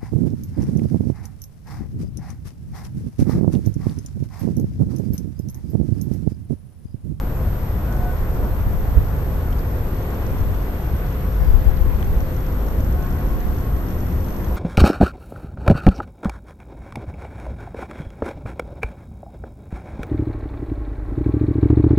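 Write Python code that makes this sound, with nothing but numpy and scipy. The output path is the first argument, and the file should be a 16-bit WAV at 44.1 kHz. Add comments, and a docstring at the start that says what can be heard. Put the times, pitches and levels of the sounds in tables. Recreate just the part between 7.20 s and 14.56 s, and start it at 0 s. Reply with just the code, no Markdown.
"""A heavy cargo ship glides up a river, heard from the bank: filtered noise makes its rumble, drone, roar and air,
wavering tones its hum and blowers, which stand out in swells. Breeze noise, a steady hiss and a camera's whine join in.
Soon focus ticks begin, each a rattle in the lens barrel; a gust and one eddy thump the right microphone port.
The shell creaks; midway a bright wash peaks, the lens motor whirrs, and gusts and eddies pound the left port.
After more creaks and a last gust, the blowers swell again while the ticks go on."""
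import sys
import numpy as np
from scipy import signal
from scipy.io import wavfile
from scipy.ndimage import uniform_filter1d

SR = 44100
rng = np.random.default_rng(int(sys.argv[2]) if len(sys.argv) > 2 else 0)


def unload_wav(signal):
    """Save mono or channel-first audio to the path in sys.argv[1] as 16-bit WAV at rate SR, clipped to [-1, 1]."""
    wavfile.write(
        sys.argv[1],
        SR,
        np.round(np.clip(np.atleast_2d(signal).T, -1, 1) * 32767).astype(np.int16),
    )


N = 324576
TIME = np.arange(N) / SR
FIELD_HZ = 50  # the camera's picture clock, two fields to a frame


def from_db(db):
    """Decibels to gain."""
    return 10 ** (np.asarray(db) / 20)


def rms_one(x):
    """Scale to unit power."""
    return x / np.sqrt(np.mean(x ** 2) + 1e-20)


def in_time(rows):
    """Draw each column of a level curve at every sample, straight from point to point."""
    seconds, *columns = np.transpose(rows)
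    return [np.interp(TIME, seconds, column) for column in columns]


def at_hz(points, hz):
    """Read a table on a log-frequency axis."""
    table_hz, values = np.array(points).T
    return np.interp(np.log(hz), np.log(table_hz), values)


def bump(s, half):
    """A smooth rise and fall of height 1 around a moment; it is down to 1/e at the half length."""
    return np.exp(-((TIME - s) / half) ** 2)


def bumps(rows):
    """Rows of moment, half length and heights as one smooth curve for each column of heights."""
    return sum(np.outer(heights, bump(s, half)) for s, half, *heights in rows)


def drift(rate):
    """Slow chance with spread 1: white noise through two equal low-pass poles at the rate in Hz."""
    step = 40  # samples between drawn points
    pole = np.exp(-2 * np.pi * rate * step / SR)
    white = rng.standard_normal(N // step + 2002)
    # the first points only settle the filter
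    slow = signal.lfilter([1], [1, -2 * pole, pole * pole], white)[2000:]
    return np.interp(np.arange(N) / step, np.arange(len(slow)), rms_one(slow))


def bandpass(x, low, high):
    """Second-order band-pass between two frequencies in Hz."""
    return signal.sosfilt(signal.butter(2, [low, high], "band", fs=SR, output="sos"), x)


def banded_noise(spectrum, patchy_db, shared=True):
    """Stereo noise in bands that flutter separately; unshared noise is each port's own."""
    # Each row: frequency in Hz, left-right likeness (1 is the same at both ports).
    likeness = [(20, 0.93), (60, 1), (130, 1), (300, 0.88), (630, 0.76), (880, 0.37), (1150, 0.42),
                (1550, 0.31), (2100, 0.38), (2900, 0.016), (4500, 0.016), (10000, 0.0096), (13500, 1)]
    # Upper sound reaches the left port first. Each row: frequency in Hz, lead in s.
    lead = [(1000, 0), (1400, .00011), (2000, .00021), (3500, .00025), (5500, 0)]
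    edges = 8 * 2 ** (np.arange(29) * .4)
    white = rng.standard_normal((2, 2, N + SR // 2))
    out = 0
    for k, (low, high) in enumerate(zip(edges, edges[1:])):
        hz = np.sqrt(low * high)
        if not spectrum[0][0] <= hz <= spectrum[-1][0]:
            continue
        # neighbouring bands take different noise; the filter's first half second is dropped
        mid, side = bandpass(white[k % 2], low, high)[:, -N:]
        alike = np.clip(at_hz(likeness, hz), -1, 1) * shared
        gain = from_db(at_hz(spectrum, hz) + patchy_db * drift(11.3))
        left, right = np.sqrt(1 + alike) * mid + np.sqrt(1 - alike) * side * [[1], [-1]]
        late_right = np.roll(right, round(at_hz(lead, hz) * SR))
        out = out + gain * np.array([left, late_right])
    return rms_one(out)


def tone(hz, scatter, fade_rate, apart):
    """A steady tone plus scattered copies of drifting phase, partly different at each port."""
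    def paths():
        return (drift(fade_rate) + 1j * drift(fade_rate)) / np.sqrt(2)
    arrival = 1 + scatter * paths() + apart * np.array([paths(), paths()])
    carrier = np.exp(2j * np.pi * (hz * TIME + rng.random()))
    return rms_one(np.real(arrival * carrier))


def sine(hz, db):
    """A plain sine at an rms level in dB."""
    return np.sqrt(2) * from_db(db) * np.sin(2 * np.pi * hz * TIME)


def ring(clicks, hz, t60):
    """A damped resonance: a unit click sets a decaying sine ringing, 60 dB down after t60 seconds."""
    r, w = from_db(-60 / (t60 * SR)), 2 * np.pi * hz / SR
    return signal.lfilter([0, np.sin(w)], [1, -2 * r * np.cos(w), r * r], clicks + 1e-18)


def ship_noise(lift_db):
    """Exhaust rumble, hull drone and ventilation roar surge and sag; swells shift the rushing air."""
    # Noise colours. Each row: frequency in Hz, relative level in dB per Hz.
    rumble_colour, drone_colour = [(12, -31), (25, -9), (36, 1.5), (50, 2.5), (72, -2), (100, -3),
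                                   (135, -15.5), (190, -22), (300, -41)], [(105, -34), (185, 0.5), (260, -2.5), (350, -5.5),
                                                   (520, -28)]
    roar_colour, air_colour = [(270, -15), (420, 2.5), (500, -1), (620, -2), (800, -8), (1150, -9)], [(520, -17), (850, 2.5), (1000, -2.5), (1200, 0.3), (1450, -5),
                                             (1850, -7), (2300, -13), (3000, -19), (4500, -30), (8000, -28)]
    # Base levels of the mids. Each row: time in s, hull drone in dB, ventilation roar in dB.
    mids = [(0, -34.5, -37.5), (1.3, -34.5, -36.5), (2.0, -34.5, -37.5), (3.0, -32.5, -35.5),
            (3.9, -34.5, -38), (5.4, -32, -37.5), (6.6, -31, -40), (7.36, -30.5, -35.5)]
    # Surges and sags. Each row: moment in s, half length in s, rumble change in dB, drone and roar change in dB.
    surges = [(0.79, 0.066, 0.5, 1.5), (1.23, 0.047, -2.5, 4.2), (1.79, .04, 4.5, 1.5), (2.33, .05, 1, -1),
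              (2.78, 0.035, 3, -1), (2.93, 0.033, -2, 2), (3.29, 0.075, 6, -1), (3.5, 0.23, -5, 0),
              (3.72, 0.05, 8, -0.5), (4.95, 0.033, 4, 1), (5.2, 0.064, 3, -1), (5.45, 0.042, -5, 1.5),
              (5.59, 0.018, 6.5, 2), (5.97, 0.068, 1, 0.5), (6.21, 0.035, -8, -1), (6.98, 0.068, 3, -1),
              (7.17, 0.11, -3.5, -1)]
    rumble_db, air_db = -21.5, -41  # base levels, dB rms
    throb_db, growl_db = bumps(surges)
    drone_db, roar_db = in_time(mids) + growl_db
    rumble = from_db(rumble_db + throb_db) * banded_noise(rumble_colour, patchy_db=0.3)
    drone = from_db(drone_db - 1.0) * banded_noise(drone_colour, patchy_db=0.77)
    roar = from_db(roar_db + 0.1) * banded_noise(roar_colour, patchy_db=1.1)
    air = from_db(air_db + lift_db) * banded_noise(air_colour, patchy_db=1.0)
    return rumble + drone + roar + air


def ship_tones(carry):
    """Engine and shaft hum, and blower tones that stand out in each swell; wandering paths make them waver."""
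    # Engine and shaft hum. Each row: frequency in Hz, level in dB rms.
    hum_tones = [(15, -32), (50, -30.5), (72.5, -35), (143.5, -37), (172, -43.5), (181.5, -49), (212, -54),
                 (351, -50.5), (426, -52.5), (473, -58), (518, -47)]
    # Each row: blower frequency in Hz, swell it follows (low 0, middle 1, high 2), strength of the scattered paths.
    blower_tones = [(719, 0, .55), (1082.5, 1, .8), (1494, 2, .4), (1945, 2, .5)]
    # The same tones between swells. Each row: level at the start in dB rms, change in dB per s.
    blower_levels = [(-57.5, 0.45), (-67.5, 0.75), (-65.5, -0.1), (-83, 0)]
    swell_db = 15.5  # lift at swell strength 1
    fade_db, fades_hz = 1.3, 8  # each blower tone also wavers on its own
    out = sum(from_db(db) * tone(hz, scatter=0.66, fade_rate=4.15, apart=0.26) for hz, db in hum_tones)
    for (hz, k, scatter), (start_db, db_per_s) in zip(blower_tones, blower_levels):
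        level_db = start_db + db_per_s * TIME + swell_db * carry[k] + fade_db * drift(fades_hz)
        out = out + from_db(level_db) * tone(hz, scatter=scatter, fade_rate=8.6, apart=0.34)
    return out


def bright_wash():
    """A faint bright wash of noise rises and falls once."""
    # Each row: frequency in Hz, relative level in dB per Hz.
    colour = [(1700, 3), (2800, -3.5), (5000, -12)]
    peak_db, peak_s, half_s = -51.5, 4.06, 2  # dB rms, s, s
    return from_db(peak_db) * bump(peak_s, half_s) * banded_noise(colour, patchy_db=2.0)


def wind():
    """An uneven breeze and a few gusts raise lumpy turbulence at each port."""
    # Each row: frequency in Hz, relative level in dB per Hz.
    colour = [(8, 1.5), (15, -4), (30, -1.5), (55, -5.5), (100, -21), (180, -54), (400, -58)]
    # Strong gusts. Each row: moment in s, half length in s, left level in dB, right level in dB.
    gusts = [(1.5, 0.4, -28, -21.5), (3.24, 0.092, -18.5, -30), (4.316, 0.069, -14, -25),
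             (4.528, 0.031, -9.5, -27), (4.724, 0.19, -17, -26), (4.95, 0.078, -19, -18.5),
             (6.21, 0.1, -26, -19.5)]
    breeze_db, swing_db, swings_hz = -36, 5, 2.4
    power = from_db(breeze_db + swing_db * drift(swings_hz)) ** 2
    for s, half, left_db, right_db in gusts:
        power = power + from_db([[left_db], [right_db]]) ** 2 * bump(s, half)
    return np.sqrt(power) * banded_noise(colour, patchy_db=1.0, shared=False)


def whine():
    """Oscillators whine; the top one dips once a field and restarts once a frame, with a buzzing edge."""
    # Each row: frequency in Hz, level in dB rms; the last is the top tone before its slip and dips.
    whines = [(9351, -74.5), (9400, -79), (13025.3, -48)]
    *faint, (top_hz, top_db) = whines
    first_dip_s, dip_half_s, dip_depth = .0231, 0.0013, 0.32
    slip_hz = 5  # how far the top tone runs flat between restarts
    edge_hz, edge_db = 130, -48  # the flatter tone during a dip: Hz below the top tone, peak dB
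    field_s = 1 / FIELD_HZ
    since = (TIME - first_dip_s + field_s / 2) % field_s - field_s / 2
    dip = np.exp(-(since / dip_half_s) ** 2)
    # it falls slowly behind through each frame of two fields, then snaps back into step
    turns = top_hz * TIME - slip_hz * ((TIME - first_dip_s) % (2 * field_s))
    top = np.sqrt(2) * from_db(top_db) * (1 - dip_depth * dip) * np.sin(2 * np.pi * turns)
    edge = from_db(edge_db) * dip * np.sin(2 * np.pi * (turns - edge_hz * since))
    fuzz = from_db(-61.0) * rms_one(bandpass(rng.standard_normal(N), 12650, 13500))
    return sum(sine(hz, db) for hz, db in faint) + top - edge + fuzz


def hiss():
    """A steady bed of bright noise."""
    # Each row: frequency in Hz, relative level in dB per Hz.
    colour = [(1500, 4), (3500, 5.5), (5500, 4.5), (7500, 0.5), (11500, 5), (13500, -7), (15000, -14)]
    return from_db(-53.5) * banded_noise(colour, patchy_db=1.0)


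def lens_ticks():
    """The lens motor steps small once a field and larger in focus moves; each step rattles the barrel."""
    # Barrel resonances. Each row: frequency in Hz, relative level in dB, 60 dB decay in s.
    barrel = [(3380, -5, 0.0051), (4530, -7, 0.0077), (5580, -4.5, 0.012), (5770, -7.5, 0.022),
              (6310, -1.5, 0.01)]
    # Runs of evenly spaced ticks. Each row: start in s, number of ticks, peak in dB before the tick lift.
    focus_moves = [(0.7245, 1, -38), (2.7841, 3, -45), (2.824, 2, -43), (3.0642, 1, -39), (3.184, 1, -47),
                   (4.8445, 1, -41), (5.0043, 1, -37), (5.165, 1, -41), (5.323, 1, -44), (5.4839, 3, -40),
                   (5.904, 1, -46), (6.2034, 1, -43), (6.384, 1, -44), (6.4446, 6, -46), (6.685, 1, -43),
                   (7.003, 1, -48), (7.0435, 3, -44), (7.0843, 1, -40)]
    focus_step_s, rattle_s, tick_lift_db = .12, .0028, 4.0  # tick spacing, decay of one step, lift of all ticks
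    large = [(s + k * focus_step_s, db) for s, count, db in focus_moves for k in range(round(count))]
    # small steps start with the first focus move and grow slowly, with a chance spread of 2.9 dB
    fields = np.arange(focus_moves[0][0], TIME[-1], 1 / FIELD_HZ)
    small_db = -52.5 + 0.69 * fields + 2.9 * rng.standard_normal(len(fields))
    steps = np.vstack([large, np.column_stack([fields, small_db])])
    age = TIME[:SR // FIELD_HZ]
    rattle = np.exp(-age / rattle_s) * rng.standard_normal((len(steps), 2, len(age)))
    clicks = sum(from_db(db) * ring(rattle, hz, t60) for hz, db, t60 in barrel)
    ticks = np.zeros((2, N + len(age)))
    for (s, db), click in zip(steps, clicks):
        at = min(round(s * SR), N)
        ticks[:, at:at + len(age)] += from_db(db + tick_lift_db) * click / np.abs(click).max()
    return ticks[:, :N]


def eddies():
    """Each eddy thumps one port: a suction between two pushes."""
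    # Each row: moment in s, half length in s, depth of the suction in dB, left port 0 or right port 1.
    thumps = [(1.776, 0.0055, 2, 1), (4.219, 0.0065, -6, 0), (4.284, 0.0063, -1.5, 0),
              (4.358, 0.0069, 0.5, 0), (4.473, 0.0069, -3.5, 0), (4.493, 0.0049, -5.5, 0),
              (4.616, 0.0073, -5, 0), (4.681, 0.011, -7, 0)]
    rebound = .8  # tilt that makes the push after the suction stronger than the one before
    out = np.zeros((2, N))
    for s, half, db, port in thumps:
        u = (TIME - s) / half
        out[int(port > .5)] += from_db(db) * (2 * u ** 2 + rebound * u - 1) * bump(s, half)
    return out


def creaks():
    """Each slip of the plastic shell in the hand is a noise burst through a bright snap and one resonance."""
    # Each row: moment in s, body peak in dB before the 7.5 dB lift, resonance in Hz, decay of the slip in s.
    slips = [(2.327, -43, 3300, 0.003), (2.328, -41, 2100, .002), (2.391, -42.5, 4800, .002),
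             (4.5703, -43, 4300, .0012), (4.573, -46, 3900, .001), (4.8263, -37, 3300, 0.002),
             (4.827, -35, 1900, .0015)]
    out = 0
    for s, db, hz, decay in slips:
        fade = np.exp(-np.clip((TIME - s) / decay, 0, 40))
        slip = (TIME >= s) * fade * rng.standard_normal((2, N))
        body = ring(slip, hz, t60=0.004)
        snap = ring(slip, 5800, t60=0.00072)
        # the snap peaks 13 dB under the body
        creak = body / np.abs(body).max() + from_db(-13) * snap / np.abs(snap).max()
        out = out + from_db(db + 7.5) * creak
    return out


def lens_whirr():
    """The lens motor whirrs: nearly steady tones that fade in and out softly."""
    # Each row: start in s, end in s, frequency in Hz, level in dB rms, left-right difference against the common part.
    whirrs = [(4.01, 4.29, 5600, -67, .3), (4.19, 4.48, 4790, -66, .3)]
    out = 0
    for start, end, hz, db, apart in whirrs:
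        running = 1. * ((TIME > start) & (TIME < end))
        soft = uniform_filter1d(running, size=600)
        out = out + from_db(db) * soft * tone(hz, scatter=0.15, fade_rate=10, apart=apart)
    return out


def scene():
    """The ship lies a little to the left; wind and camera sounds are at the microphone."""
    # Swells, when the breeze carries the ship's sound better across the water. Each row: moment in s,
    # half length in s, strength for the low, middle and high blower tones, change of the rushing air in dB.
    swells = [(0.7, 0.13, 0.17, .8, 0.69, .2), (0.88, 0.14, 1.17, .55, 1, .2),
              (1.04, .08, 0.3, .85, 0.021, 0), (1.25, 0.08, 0.7, 0, 0.86, 0),
              (2.98, 0.22, 0.42, 0.74, 0.4, 1.3), (3.84, 0.076, 0.7, 0, 0.49, 0.5),
              (4.02, .07, 0.15, .3, 0.77, 0), (5.82, 0.098, 0.62, .95, 0.9, 0),
              (6.03, 0.17, 0, 0.85, 0.6, 1.3), (6.27, 0.2, .34, 0.66, .62, 0),
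              (6.48, 0.11, 0.15, 0.62, 0, -1), (7.156, 0.13, 0.35, 0.41, 0.54, -0.5)]
    *carry, lift_db = bumps(swells)
    ship = ship_noise(lift_db) + ship_tones(carry) + bright_wash()
    ship = ship * from_db([[.55], [-.55]])
    camera = whine() + lens_ticks() + creaks() + lens_whirr()
    return ship + wind() + hiss() + eddies() + camera


def record(dry):
    """Peaks beyond full scale are clipped flat; then a steep low-pass cuts the top."""
    low_pass = signal.ellip(10, .1, 80, 14700, fs=SR, output="sos")
    return signal.sosfilt(low_pass, np.clip(dry, -1, 1))


dry = scene()
out = record(dry)
unload_wav(out)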